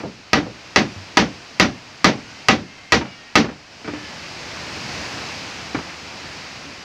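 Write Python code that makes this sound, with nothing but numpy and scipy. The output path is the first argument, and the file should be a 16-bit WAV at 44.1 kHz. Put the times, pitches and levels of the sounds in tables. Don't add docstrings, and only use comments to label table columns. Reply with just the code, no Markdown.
import sys
import numpy as np
from scipy import signal
from scipy.io import wavfile
from scipy.ndimage import uniform_filter1d

SR = 44100
rng = np.random.default_rng(int(sys.argv[2]) if len(sys.argv) > 2 else 0)


def file_out(sig):
    cols = np.atleast_2d(sig).T
    lim = np.clip(cols, -1, 1)
    pcm = np.round(lim * 32767).astype(np.int16)
    wavfile.write(sys.argv[1], SR, pcm)


def ratio(d):
    e = np.asarray(d, float) / 20
    return 10 ** e


N = 301644

# start in seconds, peak level in dB, plank boom in dB,
# brightness in dB per octave, rebound level of the frame in dB.
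BLOWS = [
    (0.332, -13.5, -2, -0.5, -20),
    (0.76, -12.5, -12, 0.5, -19),
    (1.171, -12.5, 4, 1, -19.5),
    (1.598, -12, 0.5, 1, -18.5),
    (2.0438, -11.5, 6, 1, -16.5),
    (2.4849, -11.5, -21, 0.5, -21.5),
    (2.9216, -12.5, 8.5, 1.5, -20),
    (3.355, -11.5, 5, 1, -19.5),
]
# delay in seconds, level in dB relative to
# the rebound, note in Hz, note level in dB, ring length factor.
REBOUNDS = [
    (.042, -1.5, 298.1, 4.5, 0.53),
    (.045, -6, 237, 4, 0.48),
    (.088, -14.5, 256, -11, 1),
]
# frequency in Hz, level in dB, decay time t60 in seconds.
BOOM_MODES = [(67, 6, 0.21), (100, -28, 0.15), (132, -20, 0.073), (181, -7, 0.17), (237, 0.5, 0.11),
              (277, -6, 0.15), (300, 0, 0.47), (342, 2, 0.13), (460, 10.5, 0.14), (500, -6.5, 0.38)]
MIDDLE_MODES = [(584, -11, 0.4), (621, -1, 0.11), (758, -7.5, 0.3), (806, -4, 0.23), (970, -1, 0.15)]
RING_MODES = [(1245, 3.5, 0.089), (1681, -5.5, 0.1), (1950, -0.5, 0.19), (2132, -4, 0.082),
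              (2244, -10, 0.067), (2668, 3, 0.065), (2903, -5, 0.1), (3377, -3, 0.053), (4030, -3, 0.056),
              (4606, -8.5, 0.14)]
NAIL_MODES = [(4730, 6.5, 0.013), (5270, 9.5, 0.0083), (5926, -0.5, 0.013), (6440, 1, 0.007)]
# frequency in Hz, density in dB per Hz.
CLATTER_COLOUR = [(35, -38), (60, -10), (250, 8.5), (700, -7.5), (1200, -4), (2000, -4.5), (3200, -9.5),
                  (6000, -14.5), (7500, -33), (9500, -49.5), (15000, -53), (22000, -83)]
# frequency in Hz, t60 in seconds.
CLATTER_T60 = [(60, 0.71), (250, 0.4), (1000, 0.22), (4000, 0.24), (7000, 0.24), (12000, 0.19)]
# frequency in Hz, density in dB per Hz.
SOFT_COLOUR = [(35, -40), (70, -6), (250, 3), (600, -3), (1100, -5.5), (2400, -13), (3500, -25.5),
               (6000, -32), (9000, -70), (22000, -90)]
# start in seconds, peak level in dB, note in Hz,
# note level in dB, ring length factor.
THUDS = [
    (.034, -25, 842, -10, 0.4),
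    (.05, -29.5, 193, -4, 0.83),
    (.458, -29.5, 756, -12, 0.73),
    (0.961, -43, 97, 12, 0.96),
    (5.765, -32, 160, 15, 0.35),
    (6.65, -44, 289, 13, .6),
]
# start in seconds, peak level in dB,
# note in Hz, note level in dB, ring length factor.
TAPS = [(.001, -32, 204, 9, 0.47), (3.01, -26.5, 930, -4, .45), (3.05, -33, 960, -19, 0.68),
        (3.443, -24.5, 1445, -6, 0.45), (3.486, -32, 956, -9, 0.82), (3.845, -33.5, 2285, -1.5, 0.6),
        (3.876, -27, 2340, -10, 0.44), (3.88, -31, 298, 8.5, 0.76), (3.935, -31.5, 300, 8, 0.77),
        (5.7464, -21, 279, 4.5, 0.15), (5.754, -25.5, 157, -3, 0.41), (5.787, -28.5, 260, -5, 0.48)]
# start in seconds, length in seconds,
# first pitch in Hz, last pitch in Hz, level in dB.
CROW = [
    (2.24, .19, 470, 528, -47.5),
    (2.42, .37, 539, 521, -50.5),
    (2.771, 0.17, 518, 539, -48),
    (3.01, .19, 587, 568, -48),
    (3.13, .21, 460, 472, -49),
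    (3.935, .19, 443, 427, -43.5),
]
# time in seconds, hiss level in dB.
WIND = [(0.0, -39), (0.21, -42), (0.91, -36.5), (1.94, -39), (2.44, -37.5), (2.66, -41), (3.09, -40.5),
        (3.66, -42), (3.89, -37), (4.04, -34), (4.95, -28), (5.18, -28.5), (5.98, -33.5), (6.38, -32.5),
        (6.84, -35.5)]
# frequency in Hz, density in dB per Hz.
LEAVES_COLOUR = [(26, -48), (48, -19), (65, -2), (108, -3), (317, -4), (395, -7), (728, -4), (1250, -5.5),
                 (2590, -3), (3470, -9.5), (4890, -5.5), (6710, -14.5), (9450, -32.5), (15400, -43)]


def read(points, hz):
    f, value = np.transpose(points)
    return np.interp(np.log(hz + 1), np.log(f + 1), value)


def evened(x):
    return x / np.sqrt(np.mean(x ** 2) + 1e-20)


def add(mix, s, sound):
    part = mix[round(s * SR):][:len(sound)]
    part += sound[:len(part)]


def ringing(modes, t, longer, rise_cycles):
    hz, db, t60 = np.transpose(modes)[:, :, None]
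    spot = rng.standard_normal((4, len(modes), 1))
    hz = hz * (1 + 0.0039 * spot[0])
    lag_hz = 37 + 2 * spot[0]
    rise = 1 - np.exp(-t * hz / rise_cycles)
    main = np.sin(2 * np.pi * hz * t + hz / lag_hz)
    twin_hz = hz * (1 + 0.0246 * spot[2])
    twin = 0.5 * np.sin(2 * np.pi * twin_hz * t + 2 * spot[3])
    decay = ratio(db + spot[1] - 60 * t / (t60 * longer))
    return (decay * rise * (main + twin)).sum(0)


def clatter(noise, spectrum, longer, tilt_db, hold_s):
    hz, t, z = signal.stft(noise, SR, nperseg=512)
    octaves = np.log2(np.clip(hz, 500, 7000) / 1000)
    colour = evened(ratio(read(spectrum, hz) + tilt_db * octaves))
    t60 = read(CLATTER_T60, hz)[:, None] * longer
    fade_db = 60 * np.maximum(t - hold_s, 0) / t60
    return signal.istft(z * colour[:, None] * ratio(-fade_db), SR, nperseg=512)[1][:len(noise)]


def blow(row, same):
    s, peak_db, boom_db, tilt_db, _ = row
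    longer = 0.83 - 0.061 * tilt_db
    middle_db = -1.5 + 0.53 * tilt_db
    t = np.arange(len(same)) / SR
    noise = 0.6 * same + 0.8 * rng.standard_normal(len(t))
    crack = 1 + ratio(5) * np.exp(-t / 0.0067)
    sound = ratio(-1.5) * crack * clatter(noise, CLATTER_COLOUR, longer, tilt_db, hold_s=0.029)
    sound = sound + ratio(boom_db - 10.5) * ringing(BOOM_MODES, t, longer, 5.7)
    sound = sound + ratio(middle_db) * ringing(MIDDLE_MODES, t, longer, 0.65)
    sound = sound + ratio(1) * ringing(RING_MODES, t, longer, 0.52)
    sound = sound + ratio(8) * ringing(NAIL_MODES, t, 0.54, 1.4)
    sound = sound * (1 - np.exp(-t / 0.0005))
    shock = ratio(17) * np.sin(2 * np.pi * 1900 * t) * np.exp(-t / 0.0008)
    shock = shock * (1 - np.exp(-t / 0.00008))
    return s, ratio(peak_db) * (sound + shock)


def knock(row, tilt_db):
    s, peak_db, hz, note_db, longer = row
    t = np.arange(SR // 3) / SR
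    sound = clatter(rng.standard_normal(len(t)), SOFT_COLOUR, longer, tilt_db + 4.5, hold_s=0.0059)
    sound = sound + ringing([(hz, note_db, 0.3)], t, longer, 0.098)
    return s, ratio(peak_db) * sound * (1 - np.exp(-t / 0.00027))


def hull():
    rebound_tilt_db, thud_tilt_db, tap_tilt_db = -5, -11.5, -2.5
    out = np.zeros(N)
    same = rng.standard_normal(SR // 2)
    for row in BLOWS:
        add(out, *blow(row, same))
    for s, *_, rebound_db in BLOWS:
        for delay, under_db, *note in REBOUNDS:
            add(out, *knock((s + delay, rebound_db + under_db, *note), rebound_tilt_db))
    for row in THUDS:
        add(out, *knock(row, thud_tilt_db))
    for row in TAPS:
        add(out, *knock(row, tap_tilt_db))
    return out


def cockerel():
    throat_width_hz, beak_hz, beak_width_hz, beak_db = 320, 2940, 300, -5
    rise_s, fall_s, flutter_db = 0.014, 0.036, 2.2
    out = np.zeros(N)
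    for s, length, first_hz, last_hz, db in CROW:
        t = np.arange(0, length, 1 / SR)
        glide = first_hz + (last_hz - first_hz) * t / length
        throat = 4.13 * glide - 11.6 * np.maximum(last_hz - glide, 0)
        drifts = rng.standard_normal((2, len(t)))
        waver, flutter = (evened(uniform_filter1d(v, size=900)) for v in drifts)
        pitch = glide * (1 + 0.0071 * waver)
        k = np.arange(2, 10)[:, None]
        shape = 1 / (1 + ((k * pitch - throat) / throat_width_hz) ** 2)
        shape = shape + ratio(beak_db) / (1 + ((k * pitch - beak_hz) / beak_width_hz) ** 2)
        harmonics = np.sin(2 * np.pi * k * np.cumsum(pitch) / SR)
        voice = evened((shape * harmonics).sum(0))
        swell = np.minimum(np.minimum(t / rise_s, (length - t) / fall_s), 1)
        add(out, s, swell * ratio(db + flutter_db * flutter) * voice)
    return out


def wind():
    frames, hz = N // 256 + 5, np.fft.rfftfreq(1024, 1 / SR)
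    a, b, patches = rng.standard_normal((frames, 513, 3)).T
    patches = evened(uniform_filter1d(uniform_filter1d(patches, 14, 0), 14, 1))
    hiss_db = np.interp(np.arange(frames) * 256 / SR, *np.transpose(WIND))
    gust_db = hiss_db + 35
    rumble_db = 4 + 0.22 * gust_db
    top_db = -2.1 + 0.15 * gust_db
    low = 1 / (1 + (hz[:, None] / 500) ** 2)
    high = 1 / (1 + (8000 / (hz[:, None] + 1)) ** 8)
    shape = ratio(read(LEAVES_COLOUR, hz))[:, None]
    shape = shape / np.sqrt((shape[16:140] ** 2).sum())
    z = (a + 1j * b) * shape * ratio(hiss_db + low * rumble_db + high * top_db + 0.48 * patches)
    return ratio(-1.5) * signal.istft(z, nperseg=1024, noverlap=768)[1][:N]


def scene():
    return np.tile(hull() + wind() + cockerel(), (2, 1))


def low_pass(x):
    return signal.sosfilt(signal.butter(12, 16510, fs=SR, output="sos"), x)


def record(dry):
    ceiling_db, knee, top_cut_hz = -2.7, 5, 15750
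    cut = signal.sosfilt(signal.butter(5, 61, "high", fs=SR, output="sos"), dry)
    over = abs(cut) / ratio(ceiling_db)
    overload = cut / (1 + over ** knee) ** (1 / knee) - cut
    below = signal.oaconvolve(overload, signal.firwin(101, 7500, fs=SR)[None], "same")
    drift = signal.sosfilt(signal.butter(2, 45, fs=SR, output="sos"), rng.standard_normal(N))
    self_noise = ratio(-69) * evened(drift) * (1 + 8 * uniform_filter1d(over, size=900))
    whole = cut + below + ratio(-10.5) * (overload - below) + self_noise
    top_cut = signal.firwin(601, top_cut_hz, window=("kaiser", 8), fs=SR)
    band = signal.oaconvolve(whole, top_cut[None], "same")
    spill_band = signal.firwin(601, [top_cut_hz, 16450], pass_zero=False, fs=SR)
    spill = signal.oaconvolve(overload, spill_band[None], "same")
    mix = band + ratio(-22) * spill
    return low_pass(mix)


dry = scene()
out = record(dry)
file_out(out)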